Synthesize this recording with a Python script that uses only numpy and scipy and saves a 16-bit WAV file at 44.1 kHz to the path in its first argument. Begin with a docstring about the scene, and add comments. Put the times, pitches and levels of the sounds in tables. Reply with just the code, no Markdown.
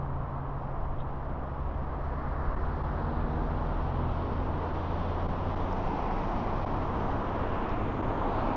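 """Traffic at a wide road junction, heard from a bicycle waiting in a lane: tyre noise is filtered noise
in four bands, brighter as the traffic nears; engines are sines at the firing rate and its multiples.
One car pulls away on a rising note, another slows and idles alongside; a drone and short engine tones join.
Soft noise swells in single bands, far traffic murmurs and light air rumbles at the microphone.
Short noise bursts make a scratchy chirp and two wheel thuds; decaying sines make a few faint ticks."""
import sys
import numpy as np
from scipy import signal
from scipy.fft import rfft, irfft, next_fast_len
from scipy.io import wavfile

SR = 44100
rng = np.random.default_rng(int(sys.argv[2]) if len(sys.argv) > 2 else 0)


def unload_audio(sound):
    """Save the sound as a 16-bit wav file, at the path given as the first command line argument."""
    columns = np.transpose(np.atleast_2d(sound))
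    # keep every value between -1 and 1, then stretch to whole-number steps
    steps = np.round(np.clip(columns, -1, 1) * 32767)
    wavfile.write(sys.argv[1], SR, steps.astype(np.int16))


N = 377496
TIME = np.arange(N) / SR


def gain_of(db):
    """Decibels to amplitude."""
    return 10 ** (np.asarray(db) / 20)


def evened(x):
    """Scales to an rms of one."""
    return x / np.sqrt(np.mean(x ** 2) + 1e-20)


def follow(rows):
    """The columns of a curve table, interpolated at every sample."""
    s, *columns = np.transpose(rows)
    return [np.interp(TIME, s, c) for c in columns]


def shaped(gain_at):
    """Noise of unit rms whose spectrum is the given function of frequency."""
    size = next_fast_len(N)
    hz = np.arange(size // 2 + 1) * SR / size
    spectrum = rfft(rng.standard_normal(size)) * gain_at(hz)
    return evened(irfft(spectrum, size)[:N])


def noise(colour):
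    """Unit-rms noise, its spectrum drawn through (Hz, dB) points on a log frequency axis."""
    point_hz, point_db = np.transpose(colour)
    return shaped(lambda hz: gain_of(np.interp(np.log(hz + 1), np.log(point_hz + 1), point_db)))


def wander(rate_hz):
    """Smooth random curve of unit rms, mostly slower than the given rate."""
    return shaped(lambda hz: 1 / (1 + (hz / rate_hz) ** 4))


def swell(s, half_length_s):
    """Smooth Gaussian rise and fall around one moment."""
    return np.exp(-((TIME - s) / half_length_s) ** 2)


def firing(hz):
    """Phase of an engine's slightly unsteady firing cycle, and a fluttering gain."""
    hz = hz * (1 + 0.0025 * wander(5))
    flutter = gain_of(0.7 * wander(5))
    return 2 * np.pi * np.cumsum(hz) / SR, flutter


def earshot(rows, fade_s=0.12):
    """Gain that fades an engine in just before its curve begins."""
    return np.clip((TIME - rows[0][0]) / fade_s + 1, 0, 1)


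def muffled_engine(hz, level, octave_db):
    """A well silenced exhaust: the firing tone and a weak octave."""
    phase, flutter = firing(hz)
    tones = np.sin(phase) + gain_of(octave_db) * np.sin(2 * phase)
    return np.sqrt(2) * level * flutter * tones


def lingering_engine(rows, trim_db, octave_db):
    """A quiet engine that follows its curves of firing rate and level."""
    hz, db = follow(rows)
    return muffled_engine(hz, earshot(rows) * gain_of(db + trim_db), octave_db)


def bursts(rows):
    """Noise bursts, each in one resonance with a linear rise and an exponential decay."""
    out = np.zeros(N)
    for s, db, centre_hz, octaves, rise_s, decay_s in rows:
        age = np.maximum(TIME - s, 0)
        envelope = np.minimum(age / rise_s, 1) * np.exp(-np.maximum(age - rise_s, 0) / decay_s)
        ring = shaped(lambda hz: np.exp(-(np.log2((hz + 1) / centre_hz) / octaves) ** 2))
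        out += gain_of(db) * envelope * ring
    return out


def tyres():
    """Bodies rumble, tread blocks roar near 800 Hz, air squeezed from grooves hisses; nearer is brighter."""
    # the traffic draws nearer: (time [s], nearness [dB])
    nearness = [(0, -11), (1.4, -10), (2.4, -8), (3.3, -6), (4.5, -4.5), (5.4, -3), (6.1, -2), (7.2, -1.5),
                (8.56, -0.5)]
    # spectra before levelling: (frequency [Hz], relative density [dB per Hz])
    body_colour = [(20, -5), (60, 1), (110, -2.5), (180, -1.5), (260, 0.5), (380, -2.5), (520, -6.5),
                   (750, -16.5), (1400, -49), (3000, -66.5)]
    tread_colour = [(200, -25.5), (420, -8), (560, -2), (700, 0), (850, -0.5), (1020, -0.5), (1250, -6),
                    (1550, -14.5), (2000, -22), (3000, -49.5), (6000, -71.5)]
    pumping_colour = [(700, -21), (1400, 0.5), (1900, -2), (2500, -4), (3200, -7.5), (4000, -16.5),
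                      (5200, -33), (8000, -49)]
    hiss_colour = [(1800, -22.5), (3000, 0.5), (3900, 2.5), (4700, 1), (5800, -2), (6500, -13.5),
                   (7100, -17.5), (9000, -21.5)]
    # level [dB] at 0 dB nearness, growth [dB per dB of nearness]
    body_db, body_growth = -35, 0.93
    tread_db, tread_growth = -35.5, 0.62
    pumping_db, pumping_growth = -51, 1.29
    hiss_db, hiss_growth = -61.5, 1.72
    brake_s, brake_db_per_s = 6.53, 6

    near_db = follow(nearness)[0]
    # the fine hiss dies away as the nearest car brakes
    braking_db = brake_db_per_s * np.maximum(TIME - brake_s, 0)
    body = gain_of(body_db + body_growth * near_db + 0.45 * wander(3.2)) * noise(body_colour)
    patches_db = 0.6 * wander(14)
    tread = gain_of(tread_db + tread_growth * near_db + patches_db) * noise(tread_colour)
    grit = wander(45)  # coarse asphalt shakes both upper layers together
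    pumping = gain_of(pumping_db + pumping_growth * near_db + 0.81 * grit) * noise(pumping_colour)
    hiss_level_db = hiss_db + hiss_growth * near_db - braking_db
    hiss = gain_of(hiss_level_db + 0.76 * grit + 0.92 * wander(6.0)) * noise(hiss_colour)
    return body + tread + pumping + hiss


def far_traffic(level_db=-40.5):
    """Steady low murmur of distant road noise."""
    # spectrum before levelling: (frequency [Hz], relative density [dB per Hz])
    far_colour = [(15, -6), (33, 9), (60, -1), (85, 4), (105, -4.5), (145, -2), (200, -9), (300, -16),
                  (800, -73)]
    return gain_of(level_db) * noise(far_colour)


def breeze(draught_db=-40.5, gust_half_length_s=0.14):
    """Lumpy low eddies at the microphone: a steady draught, stronger in each gust."""
    # gusts: (time [s], level [dB])
    gusts = [(0.88, -35), (1.75, -43), (2.55, -33), (4.049, -47), (5.8, -43), (6.7, -46), (7.699, -37),
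             (8.42, -37.5)]
    # spectrum before levelling: (frequency [Hz], relative density [dB per Hz])
    breeze_colour = [(1, -14), (5, 1), (15, 6), (30, -1.5), (55, -5.5), (100, -13), (200, -26),
                     (500, -78.5)]
    power = gain_of(draught_db) ** 2
    power += sum((gain_of(db) * swell(s, gust_half_length_s)) ** 2 for s, db in gusts)
    return np.sqrt(power) * gain_of(1.2 * wander(7.1)) * noise(breeze_colour)


def droning_engine():
    """A drone further off: firing tone and weak octave."""
    # (time [s], firing rate [Hz], tone level before trim [dB])
    drone_curve = [(0, 137.3, -37.5), (1.0, 135.5, -43.5), (2.4, 137.7, -44.5), (3.4, 139.6, -43.5),
                   (4.4, 141.5, -45), (6.1, 146, -53), (6.8, 135, -46.5), (8.56, 133.7, -63)]
    return lingering_engine(drone_curve, trim_db=-0.5, octave_db=-16.0)


def short_engine_tones():
    """Further engines and stray overtones, each swelling and fading with a steady or gliding pitch."""
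    # (loudest time [s], half length [s], level [dB], pitch then [Hz], glide [Hz per s])
    tone_rows = [(0.0, 0.83, -41.5, 77.8, 6), (0.102, 0.5, -46.5, 50.2, 1.5),
                 (1.002, 0.99, -50.5, 121, 1.5), (3.094, 0.83, -42.5, 63, 4), (3.148, 0.25, -41, 85.6, 0),
                 (3.953, 0.35, -49.5, 156.8, 3), (3.976, 0.22, -38.5, 122.7, -21.5),
                 (4.404, 0.33, -45, 111.2, -8), (4.67, 0.22, -46, 300.4, 90), (5.15, 0.2, -51, 339, 31),
                 (6.1, 0.36, -45, 186, 30), (4.8, 0.9, -47, 67.1, 3), (5.0, 0.22, -46, 168.7, 9),
                 (8.146, 0.52, -49, 255.7, 4)]
    return sum(muffled_engine(hz + glide * (TIME - s), gain_of(db) * swell(s, half_s), octave_db=-16.5)
               for s, half_s, db, hz, glide in tone_rows)


def noise_swells():
    """Soft noise swells, each in one band that may slide up or down."""
    # (time [s], half length [s], level [dB], centre [Hz], width [octaves], glide [octaves per s])
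    swell_rows = [(0.401, 0.55, -48.5, 964, 0.31, -0.23), (2.395, 0.27, -51.5, 1430, 0.31, -0.26),
                  (2.302, 0.36, -78, 4240, 0.2, 0.0), (2.601, 0.51, -47.5, 1130, 0.2, 0.0),
                  (3.201, 0.44, -69, 3710, 0.25, -0.12), (3.247, 0.7, -51, 1360, 0.28, -0.27),
                  (4.096, 0.36, -62.5, 2950, 0.33, -0.088), (4.281, 0.16, -73, 4402, 0.2, 0.11),
                  (4.698, 0.55, -46.5, 514, 0.3, 0.089), (5.043, 0.35, -60.5, 3050, 0.31, -0.14),
                  (5.622, 0.14, -65.5, 3500, 0.15, 0.25), (5.7, 0.17, -77, 5800, 0.19, 0.062),
                  (5.977, 0.31, -39, 826, 0.26, 0.28), (6.062, 0.31, -56, 2120, 0.36, -0.37),
                  (6.1, 0.86, -45, 186.5, 0.16, 0.21), (6.336, 0.12, -73, 5400, 0.22, -0.95),
                  (6.796, 0.5, -42, 840, 0.33, 0.14), (7.096, 0.28, -76, 5540, 0.37, -0.33),
                  (7.293, 0.39, -48, 1244, 0.33, 0.55), (7.725, 0.29, -56, 2360, 0.25, -0.67),
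                  (8.0, 0.46, -44.5, 320, 0.72, 0.22), (8.248, 0.4, -42, 255, 0.22, -0.12),
                  (4.4, 0.28, -46, 360, 0.5, 0.0), (8.203, 0.6, -79.5, 6422, 0.12, -0.15),
                  (8.4, 0.26, -35, 792, 0.48, 0.19), (8.38, 0.13, -60.5, 3480, 0.34, 0.55),
                  (8.523, 0.16, -56.5, 2452, 0.18, 0.012)]
    hz, t, z = signal.stft(rng.standard_normal(N), SR, nperseg=1024)
    power = np.zeros(z.shape)
    for s, half_s, db, centre_hz, width, glide in swell_rows:
        octaves = np.log2((hz[:, None] + 1) / centre_hz) - glide * np.clip(t - s, -1, 1)
        band = np.exp(-(octaves / width) ** 2)
        band /= band.mean(0) + 1e-12
        power += gain_of(db) ** 2 * np.exp(-((t - s) / half_s) ** 2) * band
    return signal.istft(z * np.sqrt(power), SR, nperseg=1024)[1][:N]


def pulling_engine(tone_trim_db=0.5, octave_share=0.9, fading_db=1.2):
    """Load sharpens the exhaust pulses; overtones climb through pipe resonances and fade in and out."""
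    # (time [s], firing rate [Hz], firing tone level before trim [dB])
    pull_curve = [(0.8, 61, -48), (1.7, 69.6, -38.5), (2.5, 74.77, -37.5), (2.95, 76.36, -39.5),
                  (3.45, 79.9, -39), (4.25, 81.57, -36.5), (5.1, 86.9, -37), (5.65, 90.1, -38.5),
                  (6.0, 91.5, -48), (6.5, 93.1, -39.5), (7.2, 96.05, -42.5), (7.6, 102.4, -43.5),
                  (7.9, 104.7, -37.5), (8.56, 102.7, -46.5)]
    # overtones, strong under load: (time [s], level before pipe and fading [dB])
    overtone_curve = [(0.8, -67), (2.3, -51), (3.25, -43), (4.05, -47.5), (4.6, -57), (5.6, -47),
                      (6.8, -52), (7.5, -57)]
    # exhaust pipe resonances: (frequency [Hz], gain [dB])
    exhaust = [(190, -2.5), (226, -2.5), (242, 0.5), (262, -2.5), (290, -7), (312, -5), (330, -11.5),
               (365, -8.5), (380, -12), (402, -8.5), (445, -7.5), (468, -5.5), (490, -12), (660, -15)]
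    hz, tone_db = follow(pull_curve)
    overtones_db = follow(overtone_curve)[0]
    phase, flutter = firing(hz)
    # the octave lies between tone and overtones
    octave_db = tone_db + octave_share * (overtones_db - tone_db)
    hum = gain_of(tone_db + tone_trim_db) * np.sin(phase) + gain_of(octave_db) * np.sin(2 * phase)
    overtones = np.zeros(N)
    for k in range(3, 9):
        pipe_db = np.interp(k * hz, *np.transpose(exhaust))
        level = gain_of(pipe_db + fading_db * wander(3.1))
        overtones += level * np.sin(k * phase + 2 * np.pi * rng.random())
    return np.sqrt(2) * earshot(pull_curve) * flutter * (hum + gain_of(overtones_db) * overtones)


def slowing_engine():
    """A car slows to an idle: its firing rate falls, with a weak octave above the tone."""
    # (time [s], firing rate [Hz], tone level before trim [dB])
    slow_curve = [(0.8, 56, -53.5), (2.0, 45.77, -40.5), (2.7, 39.85, -37), (3.1, 39.6, -38),
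                  (3.85, 37.84, -33.5), (4.5, 31.47, -42), (5.4, 30.38, -39.5), (6.3, 28.38, -37.5),
                  (7.3, 26.48, -40), (8.56, 28.7, -38.5)]
    return lingering_engine(slow_curve, trim_db=0.5, octave_db=-19.5)


def chirp():
    """A brief scratchy chirp of three quick noise bursts."""
    # (time [s], level [dB], centre [Hz], width [octaves], rise [s], decay [s])
    scratches = [(0.982, -65, 3400, 0.19, 0.005, 0.008), (0.997, -61, 2800, 0.3, 0.004, 0.005),
                 (1.0, -57, 3430, 0.22, 0.007, 0.008)]
    return bursts(scratches)


def thuds():
    """Wheels on uneven road: two dull, low noise bursts."""
    # (time [s], level [dB], centre [Hz], width [octaves], rise [s], decay [s])
    thud_rows = [(4.3, -40, 262, 0.19, 0.04, 0.056), (5.26, -35, 135, 0.52, 0.026, 0.039)]
    return bursts(thud_rows)


def ticks():
    """Small hard contacts: sines that decay in about a millisecond."""
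    # (time [s], initial envelope level [dB], ring [Hz], decay [s])
    tick_rows = [(5.7287, -43, 5250, 0.0006), (7.6932, -45, 4900, 0.0005), (7.6945, -45, 3600, 0.0009),
                 (7.7025, -52, 5200, 0.0008), (7.7172, -46, 3650, 0.001)]
    out = np.zeros(N)
    for s, db, hz, decay_s in tick_rows:
        age = np.maximum(TIME - s, 0)
        out += gain_of(db) * np.exp(-age / decay_s) * np.sin(2 * np.pi * hz * age)
    return out


def scene():
    """Tyres, engines, far traffic, noise swells, air and small contacts, at one microphone."""
    road = tyres() + far_traffic() + noise_swells()
    engines = droning_engine() + short_engine_tones() + pulling_engine() + slowing_engine()
    contacts = chirp() + thuds() + ticks()
    return (road + breeze() + engines + contacts)[None]


def record(dry, edge_hz=7000):
    """The level dips briefly a few times; then a low-pass limits the band."""
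    # (time [s], depth [dB], half length [s])
    dips = [(2.557, 13, 0.0045), (2.83, 7, 0.0077), (4.731, 4.5, 0.005), (5.278, 10.5, 0.0072),
            (5.554, 18, 0.0034), (6.656, 19, 0.004), (8.02, 12, 0.0037)]
    dip_db = sum(depth_db * swell(s, half_s) for s, depth_db, half_s in dips)
    low_pass = signal.firwin(301, edge_hz, window=("kaiser", 9), fs=SR)
    return signal.oaconvolve(dry * gain_of(-dip_db), low_pass[None], "same")


dry = scene()
out = record(dry)
unload_audio(out)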